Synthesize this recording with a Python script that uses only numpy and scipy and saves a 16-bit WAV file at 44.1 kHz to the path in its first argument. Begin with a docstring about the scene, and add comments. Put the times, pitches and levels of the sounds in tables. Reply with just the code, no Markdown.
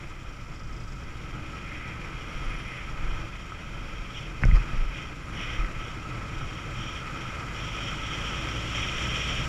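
"""On a dirt track, a moped gathers speed, heard from a cased camera on the ride.
The single cylinder drones as a stack of harmonics under filtered-noise wind buffeting and gust hiss.
Tyre crunch, stone rasp and gravel spray are random grains; bumps, knocks and a pothole crack ring modes.
Wind, hiss and case chatter grow with speed, ruts shake the mount, and insects flit by as pulsed noise."""
import sys
import numpy as np
from scipy import signal
from scipy.io import wavfile

SR = 44100
rng = np.random.default_rng(int(sys.argv[2]) if len(sys.argv) > 2 else 0)


def transcribe(u):
    """Save the signal u as a 16-bit wav file named by the first command-line argument.

    u: samples, shape (n,) or (channels, n), limited to [-1, 1]; the rate is SR.
    q: integer samples, one column per channel.
    """
    v = np.clip(np.atleast_2d(u).T, -1, 1)
    q = np.round(v * 32767).astype(np.int16)
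    wavfile.write(sys.argv[1], SR, q)


N = 418068
TIME = np.arange(N) / SR
BINS_HZ = abs(np.fft.fftfreq(8192, 1 / SR))
EDGE_HZ = 15200  # upper edge of the camera's band
CRUISE_RATE = 24  # firings a second at which the with_speed levels hold
POTHOLE_S = 4.4357

# engine speed: [t/s, firing rate/Hz]
FIRING = [(0, 19.3), (.5, 19.7), (1, 21), (2.05, 22.1), (2.7, 22), (3.5, 21), (4.1, 21.4), (5.05, 22.4),
          (5.35, 23.4), (6, 24.25), (6.8, 25.3), (7.25, 25.8), (8.15, 27.7), (9.1, 29.6), (9.48, 30)]
# engine load, as exhaust level: [t/s, level/dB]
LOAD = [(0, -50), (.9, -49.5), (1.25, -45), (2, -45.5), (2.6, -48.5), (4.3, -48.5), (5.3, -45.5),
        (7.4, -46), (8.2, -41), (9.48, -39)]
# exhaust note with the pipe's resonances, before levelling: [f/Hz, level/dB]
EXHAUST = [(15, -35), (42, -17), (63, 1.5), (86, -12), (108, -4.5), (130, -18), (165, -5.5), (220, -16.5),
           (262, -9.5), (295, -12.5), (330, -13.5), (400, -23.5), (580, -19.5), (900, -48)]
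# tone of the trembling mount, before levelling: [f/Hz, level/dB per Hz]
SHAKE_TONE = [(5, -34.5), (12, 4), (22, -1), (30, -6), (39, 3), (48, -11), (70, -12.5), (150, -36.5),
              (400, -85)]
# tone of the wind buffeting, before case and levelling: [f/Hz, level/dB per Hz]
BUFFET_TONE = [(25, -17.5), (60, -4), (90, -3), (125, 2), (180, -7.5), (250, -13), (400, -19), (750, -22.5),
               (1200, -19.5), (3000, -41), (8000, -82)]
# tone of the crushed grit, before case and levelling: [f/Hz, level/dB per Hz]
CRUNCH_TONE = [(150, -24), (450, 1.5), (800, -5), (1150, -1), (1750, -4.5), (2100, -0.5), (2600, 0),
               (3200, -7.5), (4600, -14.5), (7000, -24.5), (10000, -34.5), (15000, -50)]
# tone of the gust hiss, before case and levelling: [f/Hz, level/dB per Hz]
GUST_TONE = [(800, -48.5), (1700, -8.5), (2400, -1), (3050, 3.5), (3600, 0), (4300, -40.5), (5600, -9.5),
             (6600, -23), (8200, -44), (12000, -65), (15000, -44)]
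# tone of the finer air hiss, before case and levelling: [f/Hz, level/dB per Hz]
AIR_TONE = [(1500, -61), (3500, 15.5), (5200, 4.5), (6300, 5), (7500, 6), (8700, -6), (10000, -12),
            (11500, -20.5), (12600, -12), (13500, -35), (15000, -37)]
# resonances and notches of the camera case: [f/Hz, width at half the dB/Hz, level/dB]
CASE = [(323.8, 48, 7), (564.5, 21, 4.5), (864, 180, 0.5), (1297.5, 149, 8.5), (1563, 255, 5),
        (2060, 330, 5), (2455, 144, 6.5), (2818, 69, -12.5), (2870, 110, 3), (3192, 220, 5),
        (3520, 170, -5), (4020, 650, -5), (5570, 800, 7), (6200, 230, -4), (6900, 800, 4), (9860, 1150, 6),
        (11750, 1370, 8)]
# grip of the tyres on the grit, before the crunch gain: [t/s, level/dB]
GRIT = [(0, -52.5), (.88, -57), (1.35, -49.5), (2.45, -48), (3.7, -51), (4.8, -47), (5.2, -51),
        (5.45, -46.5), (6.1, -49), (7.3, -46.5), (9.48, -42.5)]
# gusts across the case, before the gust gains: [start t/s, end t/s, level/dB]
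GUSTS = [(.15, .36, -59), (1.18, 2.104, -60), (2.122, 2.92, -53), (3.03, 3.3, -52), (3.25, 4.198, -55),
         (4.117, 4.326, -46), (4.54, 4.96, -55.5), (4.92, 5.114, -44.5), (5.317, 5.642, -44),
         (5.766, 5.975, -48.5), (6.296, 6.686, -48.5), (6.727, 7.052, -44), (7.12, 7.4, -48.5),
         (7.52, 8.297, -41.5), (8.212, 8.82, -40), (8.726, 9.498, -36)]
# rutted stretches, before each layer's rut gain: [start t/s, end t/s, level/dB]
RUTS = [(.45, .95, -45), (1.123, 1.495, -42), (2.168, 2.71, -37), (2.836, 3.367, -35.5),
        (4.342, 4.88, -38.5), (5.2, 5.797, -38), (6.29, 6.587, -38)]
# insects passed at the roadside: [start t/s, end t/s, f/Hz, width/Hz, pulse rate/Hz, level/dB]
INSECTS = [(0.146, 1.25, 5300, 1010, 25, -60), (.5, 1.1, 7670, 450, 25, -71.5),
           (2.197, 2.95, 9800, 700, 22, -73), (5.15, 5.55, 9700, 600, 22, -72)]
# loose parts and stones striking: [t/s, peak level/dB, f/Hz, t60/s]
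CLACKS = [(1.533, -36, 1303, 0.075), (3.5205, -27.5, 1280, 0.016), (4.4425, -25, 2210, .012),
          (4.4524, -30, 5700, 0.0017), (4.453, -23.5, 496, 0.013), (4.5127, -24.5, 2060, 0.015),
          (4.558, -31, 2100, 0.014), (4.562, -33, 1290, 0.066), (5.548, -33, 2100, .012),
          (5.609, -32, 1260, 0.048), (5.647, -28, 2050, 0.011), (6.412, -31.5, 1284, 0.058)]
# coarse patches of track: [start t/s, end t/s, level/dB]
PATCHES = [(1.573, 2.037, -44), (2.493, 2.583, -39.5), (2.567, 2.933, -43.5), (4.512, 4.598, -44),
           (4.73, 4.825, -49), (4.92, 5.04, -44.5), (5.297, 5.692, -43)]
# modes of the camera mount, relative to one another: [f/Hz, level/dB, t60/s]
MOUNT = [(24.2, -11, 0.28), (37.8, 2.5, 0.29), (63.4, -9, 0.2), (123, 2.5, 0.082), (191, -8.5, 0.12)]
# bumps in the track: [t/s, peak level/dB, contact time/s]
BUMPS = [(2.459, -22.5, 0.019), (3.03, -29, 0.0037), (3.99, -30, 0.013), (4.425, -16, 0.0025),
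         (4.4394, -11, 0.0031), (4.453, -8.5, 0.0099), (4.486, -14, 0.0048), (4.521, -13.5, 0.0036),
         (4.531, -5.5, 0.0089), (4.604, -23, 0.0048), (4.732, -19, 0.0047), (4.762, -17.5, 0.029),
         (4.804, -16.5, 0.023), (4.847, -25, 0.028), (5.587, -19, 0.011), (5.608, -20.5, 0.014),
         (6.436, -28, 0.016)]
# gravel sprayed as the tyres enter and leave the pothole: [start t/s, end t/s, level/dB]
SPRAYS = [(4.407, 4.442, -41), (4.538, 4.588, -38)]
# tone of the sprayed gravel, before levelling: [f/Hz, level/dB per Hz]
GRAVEL_TONE = [(150, -20), (350, 7), (700, 0.5), (1500, 1), (3500, -17), (5200, -9), (8000, -29),
               (15000, -40)]
# modes as the ride bottoms out in the pothole, before filtering: [f/Hz, level/dB, t60/s]
CRACK = [(800, -11, .006), (1280, -22, .012), (1510, -8, 0.054), (1870, 10, 0.0054), (2320, -16, 0.007)]
# faint electronic whine: [f/Hz, rms level/dB]
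WHINE = [(10645, -81), (10693, -89), (13187, -92.5)]


def amp(db):
    """Decibels to gain."""
    return np.exp(np.asarray(db) * np.log(10) / 20)


def evened(x):
    """Scales to rms 1."""
    return x / np.sqrt(np.mean(x ** 2) + 1e-20)


def curves(rows):
    """Each column of a table, joined by straight lines in time."""
    s, *columns = np.transpose(rows)
    return [np.interp(TIME, s, column) for column in columns]


def add(mix, s, sound):
    """Mixes a sound in at time s."""
    part = mix[round(s * SR):][:len(sound)]
    part += sound[:len(part)]


def filtered(x, db):
    """A causal filter with the given dB at BINS_HZ: it rings only after a push."""
    # minimum phase, derived from the log magnitude
    response = np.exp(np.conj(signal.hilbert(np.log(amp(db)))))
    ring = np.fft.ifft(response).real
    return signal.oaconvolve(x, ring[:len(ring) // 2])[:len(x)]


def shaped(x, spectrum):
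    """Colours x by a (Hz, dB) spectrum, joined along log frequency."""
    hz, db = np.transpose(spectrum)
    return filtered(x, np.interp(np.log(BINS_HZ + 1), np.log(hz + 1), db))


def band(x, hz, width):
    """A resonant band of x, at rms 1."""
    edges = [hz - width / 2, hz + width / 2]
    return evened(signal.sosfilt(signal.butter(2, edges, "band", fs=SR, output="sos"), x))


def through_case(x):
    """The case rings after everything that reaches the microphone through it."""
    case_db = sum(db * .5 ** ((2 * (BINS_HZ - hz) / width) ** 2) for hz, width, db in CASE)
    return filtered(x, case_db)


def mode(hz, t60):
    """A struck mode dying away."""
    t = np.arange(SR // 2) / SR
    return np.sin(2 * np.pi * hz * t) * amp(np.maximum(-60 * t / t60, -200))


def wander(rate):
    """Random drift of rms 1, gliding straight between rate new values a second."""
    knots = np.arange(0, TIME[-1] + 1, 1 / rate)
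    values = rng.standard_normal(8192)
    return evened(np.interp(TIME, knots, values[:len(knots)]))


def grains(per_s, spread_db):
    """Randomly timed clicks of either sign, many small and a few large, at rms 1."""
    size = amp(abs(spread_db) * np.minimum(rng.exponential(1, N), 4))
    struck = rng.random(N) < per_s / SR
    return evened(size * rng.choice([-1, 1], N) * struck)


def swell(start, end):
    """Rises and falls smoothly between two times."""
    return np.sin(np.pi * np.clip((TIME - start) / (end - start), 0, 1))


def with_speed(cruise_db, db_per_doubling):
    """A gain that grows with road speed, which follows the engine in one gear."""
    return amp(cruise_db + db_per_doubling * np.log2(curves(FIRING)[0] / CRUISE_RATE))


def gusting(attack_s=0.055, release_s=0.089):
    """Strength of the gusts: each rises, holds and drops away."""
    strength = 0
    for start, end, db in GUSTS:
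        ramp = np.minimum((TIME - start) / attack_s, (end - TIME) / release_s)
        strength = strength + amp(db) * np.clip(ramp, 0, 1)
    return strength


def jolting():
    """Strength of the shaking as the wheels run through ruts."""
    return sum(amp(db) * swell(start, end) for start, end, db in RUTS)


def engine(unevenness=0.04, speed_jitter=0.0016, crank_db=-6, crank_rise_db=9, crank_waver_db=1.8,
           count=22):
    """The exhaust sounds harmonics of the firing rate; the crank hums at twice that rate, more so at speed."""
    rate, load_db = curves(FIRING)[0], curves(LOAD)[0]
    cycles = np.cumsum(rate * (1 + speed_jitter * wander(15))) / SR
    pipe_hz, pipe_db = np.transpose(EXHAUST)
    lags = rng.random(count)  # the muffler smears each firing over the whole cycle
    exhaust = np.zeros(N)
    for k, lag in enumerate(lags, 1):
        pipe_gain = np.interp(k * rate, pipe_hz, amp(pipe_db))
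        exhaust += pipe_gain * np.cos(2 * np.pi * (k * cycles + lag))
    crank_tone = np.cos(2 * np.pi * (2 * cycles + lags[1]))
    crank = evened(crank_tone * amp(crank_waver_db * wander(10)))
    drone = evened(exhaust) + with_speed(crank_db, crank_rise_db) * crank
    return amp(load_db) * drone * (1 + unevenness * wander(25))


def wind_and_shake(shake_db=-41.5, shake_rise_db=1, sway_db=2.0, rut_shake_db=4.5,
                   buffet_db=-40.5, buffet_rise_db=13, rut_buffet_db=-4, lumps_db=1.2):
    """The track keeps the mount trembling while eddies beat on the microphone; both grow with speed and ruts."""
    shake = evened(shaped(rng.standard_normal(N), SHAKE_TONE) * amp(sway_db * wander(5)))
    lumpy = rng.standard_normal(N) * amp(lumps_db * wander(25))
    eddies = evened(through_case(shaped(lumpy, BUFFET_TONE)))
    ruts = jolting()
    shake_level = np.hypot(with_speed(shake_db, shake_rise_db), amp(rut_shake_db) * ruts)
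    buffet_level = np.hypot(with_speed(buffet_db, buffet_rise_db), amp(rut_buffet_db) * ruts)
    return shake_level * shake + buffet_level * eddies


def tyres(crunch_db=5.0, rut_db=-14, grit_per_s=2500, spread_db=1.5, flutter_db=1.1, patchy_db=0.55):
    """Grit is crushed under the tyres in dense, clumped grains over noise, harder in ruts."""
    level = np.hypot(amp(curves(GRIT)[0] + crunch_db), amp(rut_db) * jolting())
    grit = grains(grit_per_s, spread_db) + 0.92 * rng.standard_normal(N)
    clumped = grit * amp(flutter_db * wander(60) + patchy_db * wander(12))
    return level * evened(through_case(shaped(clumped, CRUNCH_TONE)))


def airstream(gust_db=1.14, breeze_db=-60, breeze_rise_db=14, gust_flutter_db=1.63,
              least_air_db=-62, air_db=-61.0, air_rise_db=38, air_gust_db=-19, air_flutter_db=1.5):
    """Gusts hiss across the edges of the case, over a finer hiss that grows steeply with speed."""
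    gusts = gusting()
    gust_level = np.hypot(with_speed(breeze_db, breeze_rise_db), amp(gust_db) * gusts)
    steady_air = np.hypot(amp(least_air_db), with_speed(air_db, air_rise_db))
    air_level = np.hypot(steady_air, amp(air_gust_db) * gusts)
    gust = shaped(rng.standard_normal(N), GUST_TONE) * amp(gust_flutter_db * wander(55))
    air = shaped(rng.standard_normal(N), AIR_TONE) * amp(air_flutter_db * wander(90))
    return gust_level * evened(through_case(gust)) + air_level * evened(through_case(air))


def chatter(chatter_db=-49, rise_db=40, loudest_db=-45, rut_db=-14,
            taps_per_s=300, spread_db=1.5, ring_hz=1280, t60=0.014, jiggle_db=1.6):
    """The case taps one mode in its holder, harder with speed and ruts until its play is used up."""
    level = np.hypot(with_speed(chatter_db, rise_db), amp(rut_db) * jolting())
    level = np.minimum(level, amp(loudest_db))
    flurries = grains(taps_per_s, spread_db) * amp(jiggle_db * wander(17))
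    taps = signal.oaconvolve(flurries, mode(ring_hz, t60))[:N]
    return level * evened(through_case(taps))


def insects(pulse_share=0.39, timing_jitter=.12, uneven_db=1.0):
    """Each insect rasps in quick, uneven pulses of noise that swell and fade as it is passed."""
    out = np.zeros(N)
    drift = timing_jitter * wander(22)  # in pulse periods
    force = amp(uneven_db * wander(25))
    for start, end, hz, width, rate, db in INSECTS:
        pulses = np.exp(-((TIME * rate + drift) % 1) / pulse_share)
        strokes = force * pulses * rng.standard_normal(N)
        out += amp(db) * swell(start, end) * band(strokes, hz, width)
    return out


def clacks(reach=1.67):
    """Short knocks, coloured by the case; the blunt contact leaves little far above their pitch."""
    out = np.zeros(N)
    for s, db, hz, t60 in CLACKS:
        blunt = signal.butter(4, min(reach * hz, EDGE_HZ), fs=SR, output="sos")
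        knock = through_case(signal.sosfilt(blunt, mode(hz, t60)))
        add(out, s, amp(db) * knock / abs(knock).max())
    return out


def rasp(rasp_hz=2200, width_hz=750, stones_per_s=1100, spread_db=-0.2):
    """Coarser stones rasp in one band where the tyres cross a rough patch."""
    stones = evened(through_case(band(grains(stones_per_s, spread_db), rasp_hz, width_hz)))
    return stones * sum(amp(db) * swell(start, end) for start, end, db in PATCHES)


def bumps(lowest_hz=9):
    """Each bump pushes the mount; a short contact wakes its higher modes too."""
    out = np.zeros(N)
    ring = sum(amp(db) * mode(hz, t60) for hz, db, t60 in MOUNT)
    ring = signal.sosfilt(signal.butter(1, lowest_hz, "high", fs=SR, output="sos"), ring)
    t = np.arange(SR // 20) / SR
    for s, db, contact in BUMPS:
        push = np.sin(np.pi * np.minimum(t / contact, 1)) ** 2
        thump = signal.fftconvolve(ring, push)
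        add(out, s, amp(db) * thump / abs(thump).max())
    return out


def spray(stones_per_s=1500, spread_db=3.5):
    """Small stones are thrown against the frame as a burst of uneven grains."""
    stones = evened(shaped(grains(stones_per_s, spread_db), GRAVEL_TONE))
    return stones * sum(amp(db) * swell(start, end) for start, end, db in SPRAYS)


def crack(peak_db=-9.5, blunt_hz=2700, lowest_hz=600, rebound_s=0.00186, rebound_db=-12):
    """A blunt, hard stop at the bottom of the pothole rings short modes, with one quick rebound."""
    ring = sum(amp(db) * mode(hz, t60) for hz, db, t60 in CRACK)
    ring = signal.sosfilt(signal.butter(2, lowest_hz, "high", fs=SR, output="sos"), ring)
    ring = signal.sosfilt(signal.cheby1(6, 1, blunt_hz, fs=SR, output="sos"), ring)
    knock = amp(peak_db) * ring / abs(ring).max()
    out = np.zeros(N)
    add(out, POTHOLE_S, knock)
    add(out, POTHOLE_S + rebound_s, amp(rebound_db) * knock)
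    return out


def scene():
    """Everything that reaches the one microphone."""
    ride = engine() + wind_and_shake() + airstream() + chatter()
    track = tyres() + clacks() + rasp() + bumps() + spray() + crack()
    return (ride + track + insects())[None]


def record(dry, self_noise_db=-75):
    """The camera adds its thin whine and a faint hiss, and limits the band."""
    # root 2 turns an rms level into a sine's peak
    whine = sum(np.sqrt(2) * amp(db) * np.sin(2 * np.pi * hz * TIME) for hz, db in WHINE)
    hiss = amp(self_noise_db) * rng.standard_normal(N)
    low_pass = signal.firwin(511, EDGE_HZ, window=("kaiser", 9), fs=SR)
    return signal.oaconvolve(dry + whine + hiss, low_pass[None], "same")


dry = scene()
out = record(dry)
transcribe(out)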